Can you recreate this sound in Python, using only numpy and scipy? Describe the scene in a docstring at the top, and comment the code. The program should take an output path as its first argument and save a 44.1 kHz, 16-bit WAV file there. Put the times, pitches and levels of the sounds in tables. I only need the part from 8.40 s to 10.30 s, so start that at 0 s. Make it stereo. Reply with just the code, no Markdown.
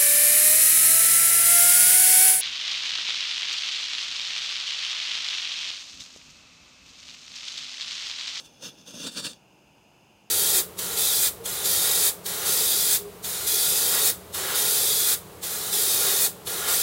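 """A shorted power strip burns on gravel in front of a stone wall. At first the arc sputters in short
flares, each a dense fizz of tiny discharges that excite the resonances of the plastic housing, with a
spray of sparks above and a low flutter of flame below. Later the flares turn fierce and bright and
single sparks snap out. After about a second the arc dies, leaving the faint outdoor hush that lies
underneath throughout."""
import sys
import numpy as np
from scipy import signal
from scipy.fft import rfft, irfft
from scipy.io import wavfile

SR = 44100
rng = np.random.default_rng(int(sys.argv[2]) if len(sys.argv) > 2 else 0)


def dump(signal):
    """Clip the signal to [-1, 1] and save it as 16-bit WAV at the path in sys.argv[1]."""
    limited = np.clip(np.atleast_2d(signal).T, -1, 1)
    pcm = np.round(limited * 32767).astype(np.int16)
    wavfile.write(sys.argv[1], SR, pcm)


N = 83790
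BIN_HZ = np.maximum(np.fft.rfftfreq(2 * N, 1 / SR), 1)
EAR_SIGN = np.array([[1], [-1]])  # left, right


def arc(t):
    """Superposition: fizz and spray, scattered by gravel and wall, add to the flame."""
    sputter_gain, fierce_gain, flame_gain, spray_gain = flare_envelopes(t)
    discharges = fizz(t, sputter_gain, fierce_gain) + spray(spray_gain)
    return scatter(discharges) + flame(flame_gain)


# Flares of the arc. Each row: start in seconds, hold in seconds, fizz level in dB, flame level in dB,
# spray level in dB, fierce share of the fizz power from 0 to 1.
FLARE_EVENTS = [(0.0, 0.0058, -44.5, -52.5, -56, 0.12), (0.041, .008, -58.5, -60.5, -67, 0.1),
                (0.053, 0.0094, -49.5, -63, -61, 0.07), (.228, 0.011, -40, -44, -57, 0.07),
                (0.247, 0.021, -38, -47.5, -59.5, 0.08), (0.277, 0.012, -42, -53.5, -60, 0.04),
                (0.322, 0.027, -59, -58, -80, .02), (0.383, 0.039, -56, -60.5, -83, .02),
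                (0.477, 0.0069, -42.5, -52, -57, 0), (0.5, 0.014, -46, -52.5, -57, 0.13),
                (0.543, 0.044, -43.5, -48, -57.5, 0), (0.6, 0.028, -38.5, -45.5, -54, 0.12),
                (0.64, 0.01, -36, -40, -45.5, 0.7), (.669, 0.01, -33, -42, -41, 0.87),
                (0.719, 0.044, -45.5, -56, -50, 0.65), (0.773, 0.009, -31, -41.5, -43.5, 0.7),
                (0.792, 0.0074, -34.5, -42, -41, 0.96), (0.82, 0.023, -44, -52, -50.5, 1),
                (0.849, .018, -30.5, -40.5, -39.5, 0.86), (0.889, 0.025, -44, -53.5, -49.5, 0.6)]
def flare_envelopes(t, rise_db_per_s=734, fall_db_per_s=625, arc_out_s=0.97):
    """Incoherent sources add in power: flares rise, hold and fall over a smoulder. Gives amplitudes."""
    smoulder = undb(-fall_db_per_s * np.maximum(t - arc_out_s, 0))
    sputter_power = (smoulder * undb(-61)) ** 2
    flame_power = (smoulder * undb(-66)) ** 2
    fierce_power, spray_power = np.zeros((2, N))
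    for start, hold, fizz_db, flame_db, spray_db, fierceness in FLARE_EVENTS:
        shape_db = -rise_db_per_s * np.maximum(start - t, 0)
        shape_db -= fall_db_per_s * np.maximum(t - start - hold, 0)
        fizz_power = undb(fizz_db + shape_db) ** 2
        sputter_power += (1 - fierceness) * fizz_power
        fierce_power += fierceness * fizz_power
        flame_power += undb(flame_db + shape_db) ** 2
        spray_power += undb(spray_db + shape_db) ** 2
    return np.sqrt([sputter_power, fierce_power, flame_power, spray_power])


# Spectra of the sputtering and the fierce arc. Each row: frequency in Hz, relative level in dB.
SPUTTER_SPECTRUM = [(500, -33.5), (1000, -15), (1350, -8.5), (1750, -10), (2180, -22.5), (2400, -8.5),
                    (2750, -5.5), (3450, -5), (3900, -7), (4700, -8), (5250, -5.5), (5650, -9),
                    (6400, -3.5), (7000, -9.5), (7500, -17), (8900, -15.5), (9400, -10), (10100, -17),
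                    (11000, -19), (11800, -20), (13300, -24), (13950, -15), (14900, -24)]
FIERCE_SPECTRUM = [(500, -40), (1100, -10.5), (1400, -4.5), (1750, -7.5), (2170, -20), (2400, -6),
                   (2750, -8), (3200, -3.5), (3550, 0), (3950, -2), (4550, -0.5), (4880, -8), (5200, -2),
                   (6000, -16), (7000, -8.5), (7700, -7.5), (8500, -9.5), (9600, -11.5), (10300, -26),
                   (13000, -28), (15700, -26)]
# Resonances of the housing. Each row: frequency in Hz, bandwidth in Hz, gain when sputtering in dB,
# gain when fierce in dB.
HOUSING_MODES = [(2771, 95, 9.5, 9.5), (3372, 55, 8, 4), (3445, 66, 12.5, 4.5), (3588, 88, 7.5, 9.5),
                 (4080, 31, -9, -4), (4300, 75, 5, 3.5), (4446, 51, 2.5, 8), (4595, 59, 10, 12),
                 (5235, 92, 9, -3), (5630, 33, 13, 9.5), (5950, 94, 8, 2), (6180, 55, 12, -10),
                 (6340, 68, 9.5, -1), (7370, 100, -14, 9)]
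def fizz(t, sputter_gain, fierce_gain, sparks_per_s=5500, spread_db=4):
    """Impulse excitation of resonators: tiny discharges ring the plastic housing."""
    sputter_db, fierce_db = curve(SPUTTER_SPECTRUM), curve(FIERCE_SPECTRUM)
    for hz, width, sputter_lift, fierce_lift in HOUSING_MODES:
        resonance = 1 / (1 + (2 * (BIN_HZ - hz) / width) ** 2)
        sputter_db += sputter_lift * resonance
        fierce_db += fierce_lift * resonance
    sputter = sputter_gain * crackle(sparks_per_s, spread_db)
    fierce = fierce_gain * crackle(sparks_per_s, spread_db) + snaps(t)
    return through(sputter, response(sputter_db)) + through(fierce, response(fierce_db))


# Single large sparks. Each row: start in seconds, energy of the excitation in dB.
SNAP_EVENTS = [(0.6686, -11.5), (0.855, -23), (0.8659, -9), (0.9327, -19.5)]
def snaps(t, decay_s=0.002):
    """A brief transient has a broad spectrum: each large spark is a fast-decaying crack of noise."""
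    cracks = np.zeros(N)
    for start, db in SNAP_EVENTS:
        crack = rng.standard_normal(N) * (t >= start) * np.exp(-abs(t - start) / decay_s)
        cracks += undb(db) * crack / np.sqrt(np.sum(crack ** 2))
    return cracks


# Spectrum of the spray of sparks. Each row: frequency in Hz, relative level in dB.
SPRAY_SPECTRUM = [(3000, -30), (6200, -10.5), (7000, -4.5), (7400, 0.5), (7600, -5), (7800, 1.5),
                  (8200, 1.5), (8470, -7.5), (8700, 0.5), (9500, -3), (10150, -14), (10600, -9.5),
                  (11800, -16.5), (12600, -12), (13250, -18), (13950, -14), (14800, -20), (15700, -14)]
def spray(gain):
    """Dense shot noise: fine sparks merge into a high hiss."""
    return through(gain * crackle(per_s=12000, spread_db=3), response(curve(SPRAY_SPECTRUM)))


# Spectrum of the flame. Each row: frequency in Hz, relative level in dB.
FLAME_SPECTRUM = [(30, -33), (70, -23), (120, -6), (210, 2.5), (300, 0), (390, -11), (475, -1.5),
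                  (620, -6.5), (780, -27), (930, -13), (1200, -28.5), (2500, -51)]
def flame(gain):
    """Combustion noise: random puffs merge into a low flutter."""
    return through(gain * crackle(per_s=1500, spread_db=2), response(curve(FLAME_SPECTRUM)))


def scatter(direct, level_db=-16):
    """Early reflection: gravel and wall return close echoes; the total power stays about the same."""
    gain = undb(level_db)
    return through(direct, (1 + gain * reflections(decay_s=0.005)) / np.hypot(1, gain))


# Diffuse share of the arc. Each row: frequency in Hz, gain of the side signal in dB.
ARC_WIDTH = [(100, -20.5), (500, -18.5), (900, -5), (1400, -20), (2100, -34), (2700, -27), (3250, -9.5),
             (4000, -48), (6300, -29), (7200, -12), (9000, -12), (10200, -3.5), (12000, -10), (14500, -4)]
# Balance of the arc. Each row: frequency in Hz, level of left over right in dB.
ARC_BALANCE = [(200, -0.4), (800, .7), (3300, -0.4), (4000, -1), (6900, 0.9), (7400, 2), (8000, -2),
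               (9300, 7), (10400, -1.5), (12800, 1), (14000, 3.5)]
def yard(direct, diffuse, tail_db=-22):
    """Reverberation adds a weak tail; uncorrelated crackle widens it, and the treble leans left."""
    mid = direct + undb(tail_db) * through(direct, reflections(decay_s=0.035))
    side = through(diffuse, undb(curve(ARC_WIDTH)))
    return through(mid + EAR_SIGN * side, undb(EAR_SIGN * curve(ARC_BALANCE) / 2))


# Spectrum of the outdoor hush. Each row: frequency in Hz, relative level in dB.
HUSH_SPECTRUM = [(25, -45), (50, -7.5), (80, -10), (130, -1), (195, -1), (250, -6.5), (330, -4), (450, -9),
                 (720, -7.5), (900, -6.5), (1150, -17), (1550, -16.5), (1900, -24.5), (2200, -19.5),
                 (2450, -11), (2700, -8), (3000, -12), (3200, -21.5), (3500, -19), (3800, -26.5),
                 (4700, -23.5), (5050, -16.5), (5500, -26.5), (6100, -21.5), (6600, -19.5), (7200, -27),
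                 (8000, -28.5), (11000, -31.5), (15500, -33.5)]
# Diffuse share of the hush. Each row: frequency in Hz, gain of the side signal in dB.
HUSH_WIDTH = [(60, -13), (150, -14.5), (380, -6), (700, -5), (1290, 0), (1900, -2.5), (2600, -12),
              (3400, -9), (4200, -13), (5100, -18), (5700, -11), (6400, -13), (7200, -7), (10000, -5),
              (15000, 0)]
def hush(mid_db=-58.5):
    """Stationary noise from far off reaches the two ears only partly correlated."""
    mid, side = through(rng.standard_normal((2, N)), response(curve(HUSH_SPECTRUM)))
    side = through(side, undb(curve(HUSH_WIDTH)))
    return undb(mid_db) * (mid + EAR_SIGN * side)


def crackle(per_s, spread_db):
    """Shot noise of unit power: impulses of random time, size and sign."""
    fires = rng.random(N) < per_s / SR
    sizes = undb(spread_db * rng.standard_normal(N))
    impulses = fires * sizes * np.sign(rng.standard_normal(N))
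    return impulses / np.std(impulses)


def reflections(decay_s):
    """Dense echoes decay exponentially; this is their frequency response at unit power."""
    echoes = rng.standard_normal(N) * np.exp(-np.arange(N) / SR / decay_s)
    return rfft(echoes / np.sqrt(np.sum(echoes ** 2)), 2 * N)


def response(db):
    """Minimum phase: a causal filter of the given shape that keeps the power of white noise."""
    cepstrum = irfft(np.log(undb(db)))
    cepstrum[1:N] *= 2
    cepstrum[N + 1:] = 0
    transfer = np.exp(rfft(cepstrum))
    return transfer / np.sqrt(np.mean(abs(transfer) ** 2))


def through(sound, transfer):
    """Convolution theorem: filtering multiplies the spectrum by a frequency response."""
    return irfft(rfft(sound, 2 * N) * transfer)[..., :N]


def curve(points):
    """Interpolation joins (Hz, dB) points on a log-frequency axis."""
    hz, db = np.array(points, float).T
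    return np.interp(np.log(BIN_HZ), np.log(hz), db)


def undb(db):
    """Amplitude grows tenfold for every 20 dB."""
    return 10 ** (np.asarray(db) / 20)


def scene():
    """Superposition: the burning strip in the yard sounds over the hush."""
    t = np.arange(N) / SR
    return yard(direct=arc(t), diffuse=arc(t)) + hush()


def record(dry, cutoff_hz=15750):
    """Steep low-pass filtering removes the highest treble."""
    return signal.sosfilt(signal.ellip(10, .1, 70, cutoff_hz, fs=SR, output="sos"), dry)


dry = scene()
out = record(dry)
dump(out)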